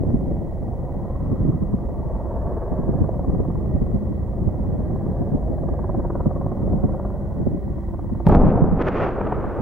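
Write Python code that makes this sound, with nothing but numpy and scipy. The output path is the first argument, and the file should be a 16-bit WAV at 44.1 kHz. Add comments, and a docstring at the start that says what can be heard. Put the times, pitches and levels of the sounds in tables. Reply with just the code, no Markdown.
"""Wind buffets the microphone while a distant helicopter circles over a snowy mountain.
Eddies press on the two microphone ports; the blades chop their own airflow noise and slap their wake.
Near the end an explosive charge goes off on the slope: the shock arrives, rolls dully over the snow,
and half a second later a rock face throws it back as a bright, crackling echo.
A limiter holds the blast down, and the camera's faint whirr, hiss and whine lie underneath."""
import sys
import numpy as np
from scipy import signal
from scipy.fft import rfft, irfft, next_fast_len
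from scipy.io import wavfile
from scipy.ndimage import uniform_filter1d, map_coordinates

SR = 44100
rng = np.random.default_rng(int(sys.argv[2]) if len(sys.argv) > 2 else 0)


def transcribe(u):
    """Save the signal u as a 16-bit wav file named by the first command-line argument.

    u: samples, shape (n,) or (channels, n), limited to [-1, 1]; the rate is SR.
    q: integer samples, one column per channel.
    """
    v = np.clip(np.atleast_2d(u).T, -1, 1)
    q = np.round(v * 32767).astype(np.int16)
    wavfile.write(sys.argv[1], SR, q)


N = 424065
T = np.arange(N) / SR
BLAST_S = 8.268


def helicopter():
    """Amplitude modulation: each blade passage pulses the airflow noise, heard with slaps and tones."""
    # progress of the main rotor: time_s, passage_count
    blades = [(0, 0), (2.418, 46), (2.886, 55), (3.556, 68), (5.845, 112), (6.467, 124), (6.999, 134),
              (7.941, 152), (8.204, 157), (9.62, 184)]
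    # loudness as it circles nearer and farther: time_s, roar_db, swish_db
    flight = [(0, -35, -57), (.6, -37.5, -56), (1.1, -37, -46.5), (1.6, -40.5, -51.5), (2.5, -31, -41.5),
              (3.1, -34.5, -47), (4.1, -40, -54), (5.1, -34, -48.5), (5.6, -33.5, -52), (6.1, -37.5, -47),
              (6.8, -34, -49.5), (7.2, -36.5, -48.5), (7.55, -39.5, -54), (8.1, -46.5, -50.5)]
    # spectra of the low roar and the higher swish: frequency_hz, level_db
    roar_tone = [(150, -4.5), (270, -27), (355, 1), (450, -7), (545, 0.5), (700, -6.5), (800, -10.5),
                 (870, -20), (1100, -30), (1600, -67.5)]
    swish_tone = [(600, -23), (850, -0.5), (930, 1), (1170, -7), (1290, -17.5), (1450, -21.5), (1680, -26),
                  (1800, -31.5), (2400, -49.5), (4000, -71)]
    passages = np.interp(T, *np.transpose(blades))
    roar_gain, swish_gain = levels(flight)
    chop = unit(1 + 0.3 * blade_gate(passages, width=0.15))
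    roar = amp(0.5) * roar_gain * noise(roar_tone, side_db=-33.5)
    swish = amp(-1.5) * swish_gain * noise(swish_tone, side_db=-16)
    airflow = chop * (roar + swish + tip_swish() + banking_swish())
    tones = rotor_tones(passages)
    return slope_reflection(airflow) + wake_slaps(passages) + vortex_slaps() + tones


def tip_swish():
    """Directivity: the hiss of the blade tips swells when it is beamed towards the listener."""
    # swells: start_s, hold_s, level_db
    swishes = [(2.38, .6, -61.5), (4.854, 0.5, -67.5), (5.72, .25, -65.5)]
    # tip noise spectrum: frequency_hz, level_db
    tip_tone = [(1100, -11), (1330, -5.5), (1420, -9), (1560, 0), (1690, 4), (1800, -8), (2200, -18),
                (2700, -39)]
    gain = power_sum(swell(s, db, 0.1, hold_s, 0.15) for s, hold_s, db in swishes)
    return gain * noise(tip_tone, side_db=-12)


def banking_swish():
    """Band-pass noise: a soft spectral peak glides up and down as the helicopter banks."""
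    # path of the peak: time_s, centre_hz, level_db
    glide = [(0, 698, -55), (.95, 810, -48.5), (1.249, 1200, -57), (1.65, 1114, -56), (2.05, 860, -51.5),
             (2.3, 960, -47.5), (2.5, 1155, -54.5), (3.4, 1100, -59.5), (4.3, 1047, -58), (4.9, 1580, -74),
             (5.65, 1697, -70), (6, 1460, -65.5), (6.2, 1306, -58), (6.45, 1028, -49.5), (6.75, 1340, -62),
             (7.1, 1400, -61), (7.6, 1500, -75)]
    s, hz, db = np.transpose(glide)
    air = ports(rng.standard_normal((2, N)), side_db=-15)
    return amp(np.interp(T, s, db)) * resonate(air, np.interp(T, s, hz), width_hz=230)


def rotor_tones(passages):
    """Scintillation: turbulent air makes the tones of both rotors fade and wander in phase."""
    # partials: blade_rate_multiple, level_db
    partials = [(2, -34.5), (3.05, -43), (4, -43.5), (7.04, -41), (10.56, -39), (14.08, -56), (17.6, -44.5)]
    tones = np.zeros(N)
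    for multiple, db in partials:
        gain = amp(db + 3.2 * drift(per_s=4.6))
        cycles = multiple * passages + 0.094 * drift(per_s=6)
        tones += gain * np.sin(2 * np.pi * cycles)
    return tones


def slope_reflection(direct):
    """Comb filtering: sound interferes with its reflection off the snow, whose path slowly changes."""
    delay_s = 0.005 + 0.0012 * uniform_filter1d(drift(per_s=1.5), size=16384)
    reflected = np.array([np.interp(T - delay_s, T, port) for port in direct])
    return direct.std() * unit(direct + amp(-11) * reflected)


def wake_slaps(passages):
    """Multipath: a blade strikes its wake, and the pulse arrives by several paths in a turbulent puff."""
    # paths, direct and off the slopes: delay_blade_periods, level_db
    paths = [(-.05, -5.5), (0, -0.5), (.045, -4), (.11, -8.5)]
    # slap spectrum: frequency_hz, level_db
    slap_tone = [(60, -15), (250, -1.5), (350, 10.5), (440, 0), (550, 9), (720, 3.5), (850, -4.5),
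                 (940, 1.5), (1150, -5), (1380, -25), (1620, -23.5), (1800, -32), (2100, -38), (3000, -70)]
    # bouts of slapping: start_s, hold_s, level_db
    bouts = [(2.787, 0.78, -40), (4.946, 0.14, -49), (5.68, 0.044, -35), (5.843, 0.24, -33.5),
             (6.1, 0.11, -32.5), (6.31, 0.22, -35), (6.89, 0.2, -37), (7.934, 0.054, -40.5),
             (8.192, .05, -37.5)]
    clicks = np.zeros(N)
    for delay, db in paths:
        arrived = np.floor(passages - delay + 0.0082 * drift(per_s=9))
        clicks += amp(db) * np.diff(arrived, prepend=0)
    puffs = amp(-6) * blade_gate(passages, width=0.09) * noise(slap_tone, side_db=-16.5)
    swells = [swell(s, db, 0.11, hold_s, 0.069) for s, hold_s, db in bouts]
    gain = amp(-2) * power_sum([amp(-47.5), *swells])
    return gain * (colour(clicks, slap_tone) + puffs)


def vortex_slaps():
    """Blade-vortex interaction: cutting a tip vortex sends a tiny shock, doubled by the ground."""
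    # strikes: time_s, level_db
    strikes = [(3.042, -16), (5.682, -29), (5.845, -21), (5.895, -19), (5.948, -19), (5.997, -20),
               (6.103, -14), (6.154, -10.5), (6.206, -16), (6.312, -16), (6.412, -22), (6.516, -23),
               (6.837, -23), (6.949, -22), (6.998, -20), (7.942, -18), (7.994, -20), (8.202, -26)]
    length_s, cutoff_hz, ground_delay_s = 0.00026, 1150, 0.00269
    cracks = n_waves([(s, db, length_s, cutoff_hz) for s, db in strikes], order=8)
    return cracks + amp(-3) * np.interp(T - ground_delay_s, T, cracks)


def blast():
    """Shock propagation: the charge's N-waves arrive first, then the terrain returns their sound."""
    # shocks, direct and off the nearest slopes: start_s, level_db, overpressure_s, cutoff_hz
    shocks = [(8.2678, -7, 0.002, 1650), (8.2729, -0.5, 0.0025, 450), (8.283, -1.5, 0.0092, 300),
              (8.3145, -2.5, 0.0094, 250), (8.336, -4.5, 0.012, 302), (8.3492, -4, .00025, 1700),
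              (8.353, -20.5, 0.00068, 5500), (8.369, -1.5, .017, 200), (8.4135, -3, 0.0087, 200),
              (8.487, -8.5, 0.011, 200), (8.8183, -9, 0.00027, 1790), (8.823, -7.5, 0.00039, 1980),
              (8.886, -12.5, .0004, 2860)]
    return (n_waves(shocks, order=2) + snow_roll() + rock_echoes() + crag_knocks()
            + shock_tearing() + terrain_thumps())


def snow_roll():
    """Reverberation: snow absorbs the treble, so slope and valley return a deep boom and a dull roll."""
    # spectra of boom and roll: frequency_hz, level_db
    boom_tone = [(8, -12), (22, -3), (36, 0), (60, -2), (100, -12), (300, -50), (1500, -120)]
    roll_tone = [(40, -2.5), (100, -3), (140, -4), (200, -1.5), (300, -7), (500, -9.5), (750, -14),
                 (1200, -25.5), (2000, -48), (3500, -65.5), (8000, -89.5)]
    boom = blast_decay(-14, rise_s=0.02, hold_s=0.14, t60_s=1.5) * noise(boom_tone, side_db=-12)
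    slope = blast_decay(-7.5, rise_s=0.05, hold_s=0.1136, t60_s=2.1)
    valley = blast_decay(-34, rise_s=0.3, hold_s=0.38, t60_s=5.4)
    roll = power_sum([slope, valley]) * scatter(roll_tone, per_s=1500, spread_db=1, side_db=-20)
    return boom + roll


def rock_echoes():
    """Scattering: each rock face returns a rush of sharp little echoes as the front sweeps over it."""
    # echoes of the faces: peak_s, rush_db, crackle_db, rise_s, t60_s
    faces = [(8.3, -22, -35, .02, 0.61), (8.345, -22, -35, 0.017, 0.11), (8.502, -24, -30, 0.058, 0.094),
             (8.57, -29, -45, .05, .4), (8.715, -31.5, -52.5, 0.046, 0.41),
             (8.813, -12, -24.5, 0.015, 0.068), (8.883, -13.5, -22, 0.025, 0.081),
             (8.97, -19, -27, 0.06, 0.56), (9.03, -16, -25.5, 0.051, 0.47), (9.2, -27, -43.5, .12, 4.8)]
    # spectra of rush and crackle: frequency_hz, level_db
    rush_tone = [(40, 3.5), (150, -14.5), (330, 5.5), (520, 4.5), (800, -2.5), (1300, -7), (2000, -24),
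                 (3000, -43), (4200, -62.5), (8000, -76)]
    crackle_tone = [(300, -32), (1300, 13), (2600, -0.5), (4000, -18.5), (6500, -30.5), (10000, -57),
                    (16000, -42.5)]
    rushes, crackles = [], []
    for s, rush_db, crackle_db, rise_s, t60_s in faces:
        fall_s = t60_s / np.log(1000)
        rushes.append(swell(s, rush_db, rise_s, 0, fall_s))
        crackles.append(swell(s, crackle_db, rise_s, 0, fall_s / 1.05))  # air absorbs treble sooner
    diffuse = blast_decay(-26, rise_s=1, hold_s=1, t60_s=4)
    rush = power_sum([diffuse, *rushes]) * scatter(rush_tone, per_s=6000, spread_db=2, side_db=-14.5)
    crackle = power_sum(crackles) * scatter(crackle_tone, per_s=4000, spread_db=3, side_db=-11)
    return (amp(-2) * rush + amp(-5.5) * crackle) * (T > BLAST_S)


def crag_knocks():
    """Discrete echoes: single crags each return one short knock."""
    # knocks: time_s, level_db, length_s, cutoff_hz
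    knocks = [(8.274, -11.5, 0.0053, 1100), (8.298, -10, 0.0074, 1200), (8.325, -12.5, .006, 1300),
              (8.35, -14, 0.0037, 6000), (8.578, -9, 0.0059, 650), (9.033, -23, 0.0027, 3980),
              (9.068, -17, 0.0037, 800), (9.183, -17.5, 0.01, 650), (9.213, -15.5, 0.0042, 1800),
              (9.271, -20.5, .003, 4000), (9.325, -15.5, 0.0061, 1700), (9.444, -24, 0.0047, 1200),
              (9.589, -19.5, 0.0062, 650)]
    # knock spectrum: frequency_hz, level_db
    knock_tone = [(200, 2), (700, 10), (1600, -7.5), (2500, -14), (3800, -35), (6000, -45), (10000, -66)]
    crags = noise(knock_tone, side_db=-21.5)
    return sum(low_pass(bumps([(s, db, length_s)]) * crags, cutoff_hz, order=2)
               for s, db, length_s, cutoff_hz in knocks)


def shock_tearing():
    """Fine structure of a ragged shock: dense tiny impulses tear briefly behind the front."""
    # tears: time_s, level_db, length_s
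    tears = [(8.282, -45, 0.029), (8.326, -45, 0.038)]
    # tearing spectrum: frequency_hz, level_db
    tear_tone = [(800, -5), (2000, 6), (4000, -7), (6500, -18), (10000, -24), (16000, -33)]
    return bumps(tears) * scatter(tear_tone, per_s=2800, spread_db=5, side_db=-15)


def terrain_thumps():
    """Low-frequency reflection: the terrain throws the blast back as separate thumps."""
    # thumps: time_s, level_db, length_s
    thumps = [(8.272, -8.5, 0.0086), (8.298, -6, 0.015), (8.385, -16, .012), (8.445, -8, 0.03),
              (8.49, -13, 0.017), (8.56, -15, 0.031), (8.632, -7.5, 0.036), (8.685, -12.5, 0.017),
              (8.732, -12, 0.026), (9.03, -22, 0.02), (9.385, -25, 0.017), (9.48, -24.5, 0.023)]
    # thump spectrum: frequency_hz, level_db
    thump_tone = [(50, -19.5), (120, 3), (175, 6.5), (220, -3.5), (300, -14), (700, -34.5), (2000, -87)]
    return bumps(thumps) * noise(thump_tone, side_db=-1)


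def bright_spits():
    """Broadband transients: brief bursts of bright, clipping-like noise at the start of the blast."""
    # spit spectrum: frequency_hz, level_db
    spit_tone = [(2000, -15), (5000, -11), (8000, -8.5), (13000, -12), (16000, -9)]
    # spits: time_s, level_db, length_s
    spits = [(8.2682, -46, 0.0003), (8.278, -58, 0.012), (8.2875, -41.5, 0.0018)]
    return bumps(spits) * noise(spit_tone, side_db=-13)


def wind():
    """Turbulent pressure: large eddies press on both ports alike, small quick ones on each by itself."""
    # gusts: start_s, hold_s, strength_db
    gusts = [(0, 0.33, -24.5), (1.251, 0.23, -27), (2.722, 0.42, -27), (3.307, .74, -28.5),
             (3.762, 0.27, -29), (4.39, 1.2, -27), (5.957, .42, -29.5), (6.648, 0.19, -24.5),
             (7.336, 0.17, -28.5)]
    # the hardest buffets: time_s, level_db
    hard_buffets = [(0.147, -12.5), (1.326, -17.5), (1.458, -16.5), (1.492, -16), (1.628, -18.5),
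                    (1.742, -19), (2.731, -22.5), (2.798, -16.5), (2.893, -14.5), (2.954, -24),
                    (3.018, -15), (3.291, -15.5), (3.34, -18.5), (3.372, -20.5), (3.406, -18), (3.752, -18),
                    (3.825, -16), (3.952, -15), (4.477, -17.5), (5.218, -20), (5.35, -12.5), (5.51, -19.5),
                    (5.722, -20), (5.983, -16), (6.27, -13), (6.637, -20.5), (6.74, -16), (6.848, -13),
                    (7.407, -19), (7.471, -14.5), (7.547, -22), (8.125, -19)]
    # eddies bursting right on the microphone: start_s, level_db, overpressure_s, cutoff_hz
    pops = [(.035, -9, 0.00092, 604), (.32, -12.5, 0.00092, 550), (1.451, -7, 0.0015, 516),
            (1.49, -9, 0.0035, 300), (1.739, -15.5, 0.0011, 520), (2.892, -10.5, 0.00076, 700),
            (2.952, -11, 0.0021, 350), (3.0915, -7, 0.00058, 746), (3.282, -8.5, 0.0024, 354),
            (3.403, -10, 0.00082, 680), (3.485, -8.5, 0.0016, 500), (4.477, -6, 0.0026, 350),
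            (6.264, -9, 0.00186, 520), (6.46, -11.5, 0.0033, 400), (6.677, -13, 0.00073, 754),
            (6.835, -13.5, 0.00082, 694), (7.469, -9, 0.00079, 600), (7.546, -12.5, 0.0013, 520)]
    # spectra of rumble, flutter and buffets: frequency_hz, level_db
    rumble_tone = [(5, -27.5), (20, -4.5), (35, -1.5), (58, 6.5), (90, 1.5), (150, -12.5), (400, -70)]
    flutter_tone = [(30, -56), (90, -1.5), (170, -1.5), (260, -7.5), (400, -15), (800, -35), (1600, -53),
                    (4000, -94)]
    buffet_tone = [(25, -9), (90, 1), (180, 1.5), (290, -4.5), (450, -16), (800, -30.5), (1500, -56.5),
                   (3000, -74.5), (6000, -92)]
    breeze_db, buffet_s = -30, 0.02
    swells = [swell(s, db, 0.036, hold_s, 0.1) for s, hold_s, db in gusts]
    strength = power_sum([amp(breeze_db), *swells])
    # the rumble follows only a share of each gust's rise in dB
    rumble = amp(-28.5) * unit(strength ** 0.42) * noise(rumble_tone, side_db=-8.5)
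    flutter = amp(-3 + 2.3 * drift(per_s=40)) * strength * noise(flutter_tone, side_db=-3)
    hard_gain = bumps([(s, db, buffet_s) for s, db in hard_buffets])
    buffet_gain = power_sum([hard_gain, strength * eddies(buffet_s, per_s=8)])
    buffets = amp(-3) * buffet_gain * noise(buffet_tone, side_db=0)
    return rumble + flutter + buffets + n_waves(pops, order=4)


def eddies(length_s, per_s):
    """Intermittency: the gain of the lesser buffets swells at uneven intervals and to uneven heights."""
    jitter, size = rng.random((160, 2)).T
    times_s = (np.arange(len(jitter)) + jitter) / per_s
    sizes_db = 1 + 4 * (2 * size - 1)
    return bumps([(s, db, length_s) for s, db in zip(times_s, sizes_db)])


def camera_noise():
    """Self-noise: the camera adds a wavering whirr, a broadband hiss and a thin whine."""
    # spectra of whirr and hiss: frequency_hz, level_db
    whirr_tone = [(1200, -12.5), (1780, -13), (1910, 0), (2080, -15.5), (2170, -10), (2380, -29.5),
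                  (2490, -21.5), (2950, -40.5), (3190, -18.5), (3600, -39), (4100, -23.5), (4600, -48.5)]
    hiss_tone = [(100, 6.5), (2500, -0.5), (4600, -3), (6000, -0.5), (10000, -1.5), (16000, -4)]
    whine_hz = 15734
    whirr = amp(-65.5 + 1.2 * drift(per_s=5)) * noise(whirr_tone, side_db=0)
    hiss = amp(-72) * noise(hiss_tone, side_db=-6.5)
    whine = amp(-79) * np.sin(2 * np.pi * whine_hz * T)
    return whirr + hiss + whine


def amp(db):
    """Amplitude ratio of a level in decibels."""
    return 10 ** (np.asarray(db) / 20)


def unit(x):
    """Normalisation to rms 1."""
    return x / np.sqrt(np.mean(x ** 2) + 1e-20)


def power_sum(gains):
    """Incoherent addition: unrelated sounds add in power."""
    return np.sqrt(sum(g ** 2 for g in gains))


def levels(rows):
    """Interpolation in decibels: one gain curve for each level column of a timed table."""
    s, *columns = np.transpose(rows)
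    return [amp(np.interp(T, s, db)) for db in columns]


def drift(per_s):
    """Random modulation of rms 1: straight lines join per_s random values a second."""
    knots = rng.standard_normal(2048)
    return unit(map_coordinates(knots, [T * per_s], order=1, mode="wrap"))


def blade_gate(passages, width):
    """Periodic envelope of rms 1 that peaks at every blade passage; width is in blade periods."""
    distance = abs((passages + 0.5) % 1 - 0.5)
    return unit(np.exp(-distance / width))


def bumps(rows):
    """Gaussian envelopes, one for each row of time_s, level_db, length_s."""
    gain = np.zeros(N)
    for s, db, length_s in rows:
        width_s = 0.6 * length_s + 0.00058
        near = slice(*np.searchsorted(T, [s - 10 * width_s, s + 10 * width_s]))
        gain[near] += amp(db) * np.exp(-((T[near] - s) / width_s) ** 2)
    return gain


def swell(start_s, db, rise_s, hold_s, fall_s):
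    """Exponential growth up to start_s, a hold, then decay; rise_s and fall_s are time constants."""
    away = np.maximum((start_s - T) / rise_s, (T - start_s - hold_s) / fall_s)
    return amp(db) * np.exp(-np.clip(away, 0, 20))


def blast_decay(db, rise_s, hold_s, t60_s):
    """Reverberant envelope: it sets in with the blast, holds, then loses 60 dB every t60_s."""
    age_s = T - BLAST_S
    return np.clip(age_s / rise_s, 0, 1) * amp(db - 60 * np.maximum(age_s - hold_s, 0) / t60_s)


def colour(x, tone):
    """Spectral shaping by rows of frequency_hz, level_db; the result has rms 1."""
    hz, db = np.transpose(tone)
    size = next_fast_len(N + 8192)
    bins_hz = np.fft.rfftfreq(size, 1 / SR)
    response = amp(np.interp(np.log(bins_hz + 1), np.log(hz), db))
    return unit(irfft(rfft(x, size) * response, size)[..., :N])


def ports(pair, side_db):
    """Mid-side stereo: a shared signal and a difference signal become left and right."""
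    side = amp(side_db) * pair[1]
    return np.array([pair[0] + side, pair[0] - side])


def noise(tone, side_db):
    """Coloured Gaussian noise at both ports."""
    return ports(colour(rng.standard_normal((2, N)), tone), side_db)


def scatter(tone, per_s, spread_db, side_db):
    """Shot noise: many small impulses of uneven size arrive at random moments."""
    size = amp(spread_db * np.minimum(rng.exponential(1, (2, N)), 4))
    polarity = rng.choice([-1, 1], (2, N))
    arrivals = rng.random((2, N)) < per_s / SR
    return ports(colour(size * polarity * arrivals, tone), side_db)


def low_pass(x, cutoff_hz, order):
    """Low-pass filtering takes away the treble above the cutoff."""
    return signal.sosfilt(signal.butter(order, cutoff_hz, fs=SR, output="sos"), x + 1e-18)


def n_waves(rows, order):
    """N-waves: pressure jumps up, falls through suction and returns; a low-pass rounds the edge."""
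    pressure = np.zeros(N)
    for s, db, overpressure_s, cutoff_hz in rows:
        near = slice(*np.searchsorted(T, [s, s + 0.1]))
        progress = (T[near] - s) / overpressure_s
        wave = (1 - progress) * np.exp(-np.minimum(progress / 2, 2) ** 6)
        pressure[near] += amp(db) * low_pass(wave, cutoff_hz, order)
    return pressure


def resonate(x, hz, width_hz):
    """Moving resonance of rms 1: shift down by the curve hz, smooth, and shift back up."""
    carrier = np.exp(2j * np.pi * np.cumsum(hz) / SR)
    pole = np.exp(-np.pi * width_hz / SR)
    baseband = signal.lfilter([1], [1, -2 * pole, pole * pole], x / carrier)
    return unit((carrier * baseband).real)


def limiter(x):
    """Gain reduction: it lets go quickly after a peak and slowly after a loud stretch."""
    def held(over_db, release_db_per_s):
        """Peak hold: the excess level drains at a steady rate."""
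        release_db = release_db_per_s * T
        return np.maximum(np.maximum.accumulate(over_db + release_db) - release_db, 0)
    ceiling_db, loud_db, average_s = -3, -10.5, 0.04
    peak_db = 20 * np.log10(abs(x).max(0) + 1e-9)
    pole = np.exp(-1 / (average_s * SR))
    power = signal.lfilter([1 - pole], [1, -pole], (x ** 2).mean(0))
    power_db = 10 * np.log10(power + 1e-12)
    fast_db = held(peak_db - ceiling_db, release_db_per_s=150)
    slow_db = held(power_db - loud_db, release_db_per_s=5)
    down_db = np.maximum(fast_db, slow_db)
    return x / amp(uniform_filter1d(uniform_filter1d(down_db, size=60), size=40))


def scene():
    """Superposition: all sources add at the two ports, the wind a little stronger on the right."""
    wind_balance = amp([[-0.5], [0.5]])
    return camera_noise() + helicopter() + wind() * wind_balance + blast() + bright_spits()


def record(dry):
    """Limiting of level and bandwidth: the blast is held down, then the highest treble is cut."""
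    cutoff_hz = 15900
    taps = signal.firwin(1023, cutoff_hz, window=("kaiser", 9), fs=SR)
    return signal.oaconvolve(limiter(dry), taps[None], "same")


dry = scene()
out = record(dry)
transcribe(out)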